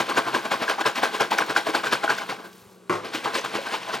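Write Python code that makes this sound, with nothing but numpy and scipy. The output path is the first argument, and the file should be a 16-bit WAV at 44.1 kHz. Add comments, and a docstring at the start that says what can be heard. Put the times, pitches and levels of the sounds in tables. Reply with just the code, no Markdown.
"""Liquid sloshes in a closed plastic tub, shaken by hand at about six strokes a second.
At each end of a stroke it hits the wall: big air pockets gulp, bubbles ring, spray and foam fizz.
The shaking stops, the tub is turned over and caught with a hollow knock, then shaken more gently.
A small kitchen, close up on a tight stereo microphone pair; an appliance hums faintly behind."""
import sys
import numpy as np
from scipy import signal
from scipy.fft import rfft, irfft
from scipy.io import wavfile
from scipy.ndimage import uniform_filter1d

SR = 44100
rng = np.random.default_rng(int(sys.argv[2]) if len(sys.argv) > 2 else 0)


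def int16_out(signal):
    """Quantize to a 16-bit WAV file."""
    q = np.round(np.clip(np.atleast_2d(signal).T, -1, 1) * 32767)
    wavfile.write(sys.argv[1], SR, q.astype(np.int16))


N = 176400
T = np.arange(N) / SR

# Levels in the tables are relative; each source adds its own gain.
# liquid hits a wall: (time [s], bubbles [dB], gulp [dB], spray [dB], rise [s], fall [s])
WALL_HITS = [(0.007, -12, -28, -25, 0.017, 0.016), (0.097, -14, -27.5, -27.5, 0.0081, 0.023),
             (0.18, -6.5, -23.5, -22.5, 0.012, 0.017), (0.279, -15.5, -32.5, -32.5, 0.018, 0.024),
             (0.35, -13, -29, -26.5, 0.013, 0.03), (0.366, -17.5, -32.5, -37, 0.022, 0.012),
             (0.454, -16.5, -33.5, -32.5, 0.0086, 0.019), (0.517, -11, -30, -24, 0.0048, 0.026),
             (0.542, -17.5, -32.5, -34.5, 0.014, 0.018), (0.628, -16, -32, -28, 0.021, 0.025),
             (0.698, -11, -30.5, -24, 0.011, 0.027), (0.788, -19, -40, -36, 0.0054, 0.021),
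             (0.811, -13.5, -31, -26.5, 0.0092, 0.012), (0.864, -9, -24.5, -22, 0.0081, 0.024),
             (0.958, -23, -46, -29, 0.0044, 0.029), (0.982, -15.5, -34, -27.5, 0.014, 0.019),
             (1.032, -10, -27, -23, 0.0066, 0.031), (1.149, -18, -32, -29, 0.018, 0.028),
             (1.207, -9, -23, -22, 0.0055, 0.026), (1.312, -18, -35, -25, 0.0037, 0.024),
             (1.331, -14, -29.5, -26.5, 0.0074, 0.018), (1.388, -12, -34, -25.5, 0.01, 0.025),
             (1.419, -16, -30.5, -29.5, 0.022, 0.017), (1.506, -16, -30, -29.5, 0.021, 0.021),
             (1.569, -11.5, -30, -22.5, 0.0097, 0.025), (1.673, -16, -31, -28, 0.0094, 0.017),
             (1.695, -17, -29.5, -29.5, 0.0078, 0.015), (1.751, -12, -28, -24, 0.0094, 0.03),
             (1.842, -16, -35, -31, 0.007, 0.027), (1.869, -16.5, -31, -27, 0.0092, 0.017),
             (1.929, -10, -26, -21.5, 0.0097, 0.022), (2.041, -11.5, -30.5, -28.5, 0.007, 0.017),
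             (2.104, -11.5, -28, -24.5, 0.011, 0.027), (2.185, -37, -58, -33, 0.011, 0.019),
             (2.219, -21, -45, -39, 0.017, 0.023), (2.296, -19, -31.5, -30, 0.0065, 0.032),
             (2.399, -30.5, -42, -49, 0.014, 0.028), (2.45, -31, -44.5, -47.5, 0.012, 0.025),
             (3.052, -26.5, -35.5, -36, 0.012, 0.04), (3.137, -21.5, -46, -31, 0.0061, 0.016),
             (3.15, -23, -33, -28, 0.0071, 0.03), (3.246, -22.5, -35, -31, 0.0055, 0.04),
             (3.26, -14.5, -31.5, -38, 0.006, 0.034), (3.353, -17, -28.5, -24, 0.01, 0.028),
             (3.385, -27, -31, -29.5, 0.01, 0.014), (3.447, -16, -32.5, -29.5, 0.0038, 0.018),
             (3.557, -17, -29.5, -28, 0.016, 0.021), (3.668, -20, -43, -34.5, 0.01, 0.022),
             (3.743, -18.5, -36, -28.5, 0.028, 0.027), (3.819, -32, -59, -39.5, 0.006, 0.071),
             (3.892, -20.5, -45, -36.5, 0.016, 0.04), (3.944, -17.5, -32.5, -27.5, 0.012, 0.023)]
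# wash of foam between the hits: (time [s], level [dB])
FOAM_WASH = [(0, -32.5), (1.0, -44.5), (2.2, -36), (2.38, -49.5), (2.55, -53.5), (2.8, -60.5), (2.9, -59),
             (3.0, -53), (3.15, -38.5), (3.6, -34.5), (4.0, -40)]
# colours of air pockets, bubbles, spray and small pings: (frequency [Hz], level [dB])
GULP_COLOUR = [(40, -18.5), (70, -15), (100, -29.5), (132, 2), (160, -13.5), (200, 2.5), (240, 2.5),
               (290, -1), (360, -1.5), (450, 8.5), (560, 2.5), (800, -19.5)]
BUBBLE_COLOUR = [(300, -21.5), (480, -10.5), (650, 3), (720, -3.5), (805, 7.5), (900, 3), (1020, 9),
                 (1300, 1.5), (1450, 4.5), (1570, 3), (1720, -1), (1830, -8.5), (2600, -15)]
SPRAY_COLOUR = [(1100, -46), (1800, 1), (2200, 2), (3200, -0.5), (4200, -3.5), (5500, -9.5), (7000, -14.5),
                (9000, -18.5), (12000, -24), (16000, -25.5)]
PING_COLOUR = [(1500, -16.5), (2100, 3.5), (3300, -1.5), (5000, -5), (8000, -16.5), (12000, -22.5)]
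# resonances of tub and counter nook: (frequency [Hz], width [Hz], gain [dB])
CAVITY_RESONANCES = [(122, 26, 2.5), (250.5, 8.3, 5.5), (334, 36, 10.5), (435, 15, 4), (546, 9, 6),
                     (677, 16, 7.5), (755, 150, 1.5), (931, 210, -1.5), (1552, 23, 5.5), (1620, 20, 5.5)]
# single large bubbles: (time [s], level [dB], starting pitch [Hz])
LARGE_BUBBLES = [(0.119,-6,1075), (0.178,-17,1560), (0.276,-17,1030), (0.348,-1.5,1590), (0.516,-14,1070),
                 (0.617,-18,243), (0.68,-3,1590), (0.783,-13,836), (0.792,-7.5,1110), (0.81,-9,800),
                 (0.842,-10,1630), (0.856,-6,990), (1.032,-6.5,725), (1.202,-3.5,1570), (1.318,-1.5,875),
                 (1.387,2,1590), (1.402,-6.5,1104), (1.421,-1.5,1530), (1.563,6,1520), (1.668,-8.5,650),
                 (1.687,-17,315), (1.749,2,1523), (1.928,-3.5,1570), (2.039,-9,794), (2.078,-2,1480),
                 (2.093,-2.5,1440), (2.105,-4,1600), (2.184,-7.5,1500), (2.218,-23,1480), (2.324,-14,775),
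                 (3.135,-18,1450), (3.260,-13,980), (3.353,-10,1134), (3.448,-10,1210), (3.587,-13.5,540),
                 (3.744,-9.5,870)]
# drops strike the lid: (time [s], level [dB])
LID_DROPS = [(0.8134,-31), (0.9834,-32), (1.311,-33), (1.384,-9), (1.4635,-23), (1.572,-32), (1.751,-29),
             (1.928,-24), (2.1804,-20.5), (2.5305,-33), (3.136,-38), (3.241,-25)]
# colour of a drop's tick: (frequency [Hz], level [dB])
TICK_COLOUR = [(1200, -19), (3000, -14), (6000, -8), (9000, -27.5), (16000, -18)]
# the tub lands in the hand: (time [s], level [dB])
CATCHES = [(2.896, -18), (2.925, -21), (2.951, -26.5)]
# modes of the tub: (frequency [Hz], level [dB], time to fall 60 dB [s])
TUB_MODES = [(105, -26, 0.45), (195, -13, .08), (349.5, -18, 0.14), (362.2, 1.5, 0.19), (502, -13, 0.57),
             (588.5, -10, 0.14), (1075, -1.5, 0.078), (1132, -5, 0.16), (1240, -14, 0.15),
             (1387, -11, 0.12), (1496, -19, .16), (2050, -9.5, 0.079), (2270, -14.5, 0.087)]
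# colour of the slap inside the caught tub: (frequency [Hz], level [dB])
SLAP_COLOUR = [(40, -50), (70, -19), (130, -5), (250, -4), (500, 0), (850, -2.5), (1150, 3.5), (1800, -9),
               (2250, -9.5), (3500, -15.5), (7000, -23.5), (10000, -32), (16000, -42)]
# fingers shift their grip: (time [s], level [dB])
GRIP_SHIFTS = [(2.621, -49), (2.664, -47)]
# rustle of foam and fingers: (time [s], level [dB])
RUSTLE_LEVELS = [(2.3, -56), (2.41, -62), (2.46, -50), (2.51, -60), (2.56, -53), (2.66, -59), (2.74, -58),
                 (2.82, -79), (2.9, -82)]
# colour of that rustle: (frequency [Hz], level [dB])
CRACKLE_COLOUR = [(900, 13), (2000, -12), (4500, -3), (9000, -10), (16000, -8)]
# the kitchen's room tone: (frequency [Hz], level [dB])
ROOM_COLOUR = [(30, -60), (70, -16.5), (145, -12), (200, 4), (260, -7), (400, 3.5), (740, -14), (1130, -10),
               (1550, -14), (1900, -45), (4000, -29), (8000, -24), (16000, -37)]
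# tones of the appliance: (frequency [Hz], level [dB])
APPLIANCE_HUM = [(118.4, -71), (183.0, -58), (1141, -69)]
# left microphone ahead of the right: (frequency [Hz], phase [rad])
LEFT_LEAD = [(0, 0), (60, 0.6), (130, 0.18), (340, 0.63), (1030, 0.85), (1550, .53), (2150, 0.73),
             (2580, 0.56), (5510, 0.34), (15900, 0.083)]
# left microphone above the right: (frequency [Hz], level [dB])
LEFT_BOOST = [(60, .6), (300, 1), (640, 1.7), (1400, 1.4), (3100, 1.1), (7000, .5), (15000, 0.3)]


def liquid():
    """Air pockets, bubbles, spray and small pings, all thrown up by the same sloshes."""
    _, bubble_db, gulp_db, spray_db, _, _ = np.transpose(WALL_HITS)
    gulps = coloured(grains(89.8, 694, per_s=900, cycles=9.7, spread_db=3.5), GULP_COLOUR)
    bubbles = coloured(grains(406, 2263, per_s=2100, cycles=9.9, spread_db=3), BUBBLE_COLOUR)
    spray = coloured(grains(1300, 15650, per_s=9000, cycles=8.2, spread_db=1.5, pitches=40), SPRAY_COLOUR)
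    pings = coloured(grains(1663, 11540, per_s=700, cycles=51, spread_db=6, pitches=70), PING_COLOUR)
    fizz = evened(spray, window_s=0.033) + from_db(-7) * evened(pings, window_s=0.067)
    return (evened(gulps, window_s=0.022) * surge(gulp_db - 2, wash_db=-12.5)
            + evened(bubbles, window_s=0.032) * surge(bubble_db - 8.5, wash_db=-5.5)
            + rms_one(fizz) * surge(spray_db, wash_db=-5))


def surge(levels_db, wash_db):
    """Envelope of the liquid: each slosh swells and dies away on top of the foam wash."""
    power = from_db(np.interp(T, *np.transpose(FOAM_WASH)) + wash_db) ** 2
    for (hit_s, _, _, _, rise_s, fall_s), db in zip(WALL_HITS, levels_db):
        away = np.where(T < hit_s, (hit_s - T) / rise_s, (T - hit_s) / fall_s)
        power += (from_db(db) * np.exp(-np.minimum(away, 20))) ** 2
    return np.sqrt(power)


def grains(low_hz, high_hz, per_s, cycles, spread_db, pitches=30):
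    """Bubbles of random size are born at random; each rings down 60 dB in `cycles` periods."""
    strengths = from_db(spread_db * np.minimum(rng.exponential(1, N), 3)) * rng.choice([-1, 1], N)
    births = strengths * (rng.random(N) < per_s / SR)
    pitch_index = rng.integers(0, pitches, N)
    out = np.zeros(N)
    for k, hz in enumerate(np.geomspace(low_hz, high_hz, pitches)):
        decay = from_db(-60 * hz / (cycles * SR))
        resonator = [1, -2 * decay * np.cos(2 * np.pi * hz / SR), decay ** 2]
        kicks = births * (pitch_index == k) + 1e-12 * (pitch_index == 0)   # tiny term avoids underflow
        out += hz * signal.lfilter([1, 0, -1], resonator, kicks)
    return out


def hollow(x):
    """The tub and the counter nook resonate and colour the liquid."""
    for hz, width_hz, db in CAVITY_RESONANCES:
        band = signal.lfilter(*signal.iirpeak(hz, hz / width_hz, fs=SR), x)
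        x = x + (from_db(db) - 1) * band
    return x


def glugs(ring_cycles=30.5, pitch_rise=0.045, attack_s=0.00077):
    """Single large bubbles ring briefly, rising a little in pitch."""
    out = np.zeros(N)
    for start_s, db, hz in LARGE_BUBBLES:
        t = np.clip(T - start_s, 0, 0.2)
        age = np.minimum(t * hz / ring_cycles, 2)   # 1 when the ring is 60 dB down
        envelope = from_db(db - 6 - 60 * age) * (1 - np.exp(-t / attack_s))
        out += envelope * np.sin(2 * np.pi * hz * t * (1 + pitch_rise * age))
    return out


def drops(fall_s=0.0052):
    """Single drops tick sharply on the plastic lid."""
    envelope = np.zeros(N)
    for start_s, db in LID_DROPS:
        age = np.clip((T - start_s) / fall_s, 0, 20)
        envelope += from_db(db - 14) * (T > start_s) * np.exp(-age)
    return envelope * coloured(rng.standard_normal(N), TICK_COLOUR)


def knock(slap_fall_s=0.046):
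    """Palm and fingers catch the tub: its walls ring and the liquid slaps inside."""
    walls, slap_power = np.zeros(N), np.zeros(N)
    for start_s, db in CATCHES:
        t = np.clip(T - start_s, 0, 1)
        slap_power += (T > start_s) * (from_db(db - 5.5) * np.exp(-t / slap_fall_s)) ** 2
        for hz, mode_db, t60_s in TUB_MODES:
            envelope = from_db(db + mode_db - 60 * t / t60_s) * (1 - np.exp(-t * hz))
            walls += envelope * np.sin(2 * np.pi * hz * t)
    return walls + np.sqrt(slap_power) * coloured(rng.standard_normal(N), SLAP_COLOUR)


def thumps(hz=114, t60_s=0.12):
    """Fingers shift their grip; so soft a touch moves only one low mode of the tub."""
    out = np.zeros(N)
    for start_s, db in GRIP_SHIFTS:
        t = np.clip(T - start_s, 0, 1)
        out += from_db(db - 60 * t / t60_s) * np.sin(2 * np.pi * hz * t)
    return out


def rustle():
    """Foam and fingers crackle finely, fading as the tub is turned and the liquid settles."""
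    crackle = grains(1000, 16000, per_s=3000, cycles=5, spread_db=3)
    envelope = from_db(np.interp(T, *np.transpose(RUSTLE_LEVELS)))
    return envelope * coloured(crackle, CRACKLE_COLOUR)


def kitchen(x, t60_s=0.25, tail_db=-17, crossfeed=0.29):
    """Wall-to-wall echoes add a short tail, partly shared by the two microphones."""
    hz = np.fft.rfftfreq(2 * N, 1 / SR)
    echoes = []
    for k, path_s in enumerate(np.geomspace(0.0083, 0.053, 20)):
        trip = from_db(-60 * path_s / t60_s) * np.exp(-2j * np.pi * hz * path_s)
        echoes.append((-1) ** (k // 2) * trip / (1 - trip))   # all round trips of one path
    delays = [np.exp(-2j * np.pi * hz * delay_s) for delay_s in (0.0013, 0.0031, 0.0053)]
    scatter = np.prod([(d - 0.6) / (1 - 0.6 * d) for d in delays], axis=0)   # all-passes smear each echo
    left, right = sum(echoes[::2]), sum(echoes[1::2])
    tails = np.array([left + crossfeed * right, right + crossfeed * left]) * scatter
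    return x + from_db(tail_db) * irfft(rfft(x, 2 * N) * tails / np.std(tails))[:, :N]


def room_tone(hiss_db=-53.5):
    """An appliance hums over the faint hiss of the kitchen."""
    hum = sum(from_db(db) * np.sqrt(2) * np.sin(2 * np.pi * (hz * T + rng.random()))
              for hz, db in APPLIANCE_HUM)
    return hum + from_db(hiss_db) * coloured(rng.standard_normal(N), ROOM_COLOUR)


def from_db(db):
    """Decibels to amplitude."""
    return 10 ** (np.asarray(db) / 20)


def rms_one(x):
    """Scales to an rms of 1."""
    return x / np.sqrt(np.mean(x ** 2) + 1e-20)


def evened(x, window_s):
    """Holds the average level of a bubble stream steady."""
    power = np.abs(uniform_filter1d(x * x, int(window_s * SR)))
    return x / np.sqrt(power + 0.014)


def at_hz(table, hz):
    """Reads a table along a logarithmic frequency axis."""
    table_hz, values = np.transpose(table)
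    return np.interp(np.log(hz + 1), np.log(table_hz + 1), values)


def coloured(x, colour):
    """Causal (minimum-phase) filter of the given colour; the result has an rms of 1."""
    gain = from_db(at_hz(colour, np.fft.rfftfreq(N, 1 / SR)))
    cepstrum = irfft(np.log(gain))
    cepstrum[1:N // 2] *= 2
    cepstrum[N // 2 + 1:] = 0
    return rms_one(irfft(rfft(x) * np.exp(rfft(cepstrum))))


def scene():
    """The tub up close, the kitchen around it."""
    tub = hollow(liquid()) + glugs() + drops() + knock() + thumps() + rustle()
    return kitchen(tub) + room_tone()


def record(dry, low_cut_hz=61, high_cut_hz=15900):
    """A tight microphone pair: the left leads and is a little louder; deep bass and top are cut."""
    hz = np.fft.rfftfreq(2 * N, 1 / SR)
    sides = np.array([[0.5], [-0.5]])   # left, right
    response = np.exp(1j * at_hz(LEFT_LEAD, hz) * sides) * from_db(at_hz(LEFT_BOOST, hz) * sides)
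    pair = irfft(rfft(dry, 2 * N) * response)[:, :N]
    low_cut = signal.butter(3, low_cut_hz, "high", fs=SR, output="sos")
    high_cut = signal.ellip(12, 0.1, 80, high_cut_hz, fs=SR, output="sos")
    return signal.sosfilt(high_cut, signal.sosfilt(low_cut, pair))


dry = scene()
out = record(dry)
int16_out(out)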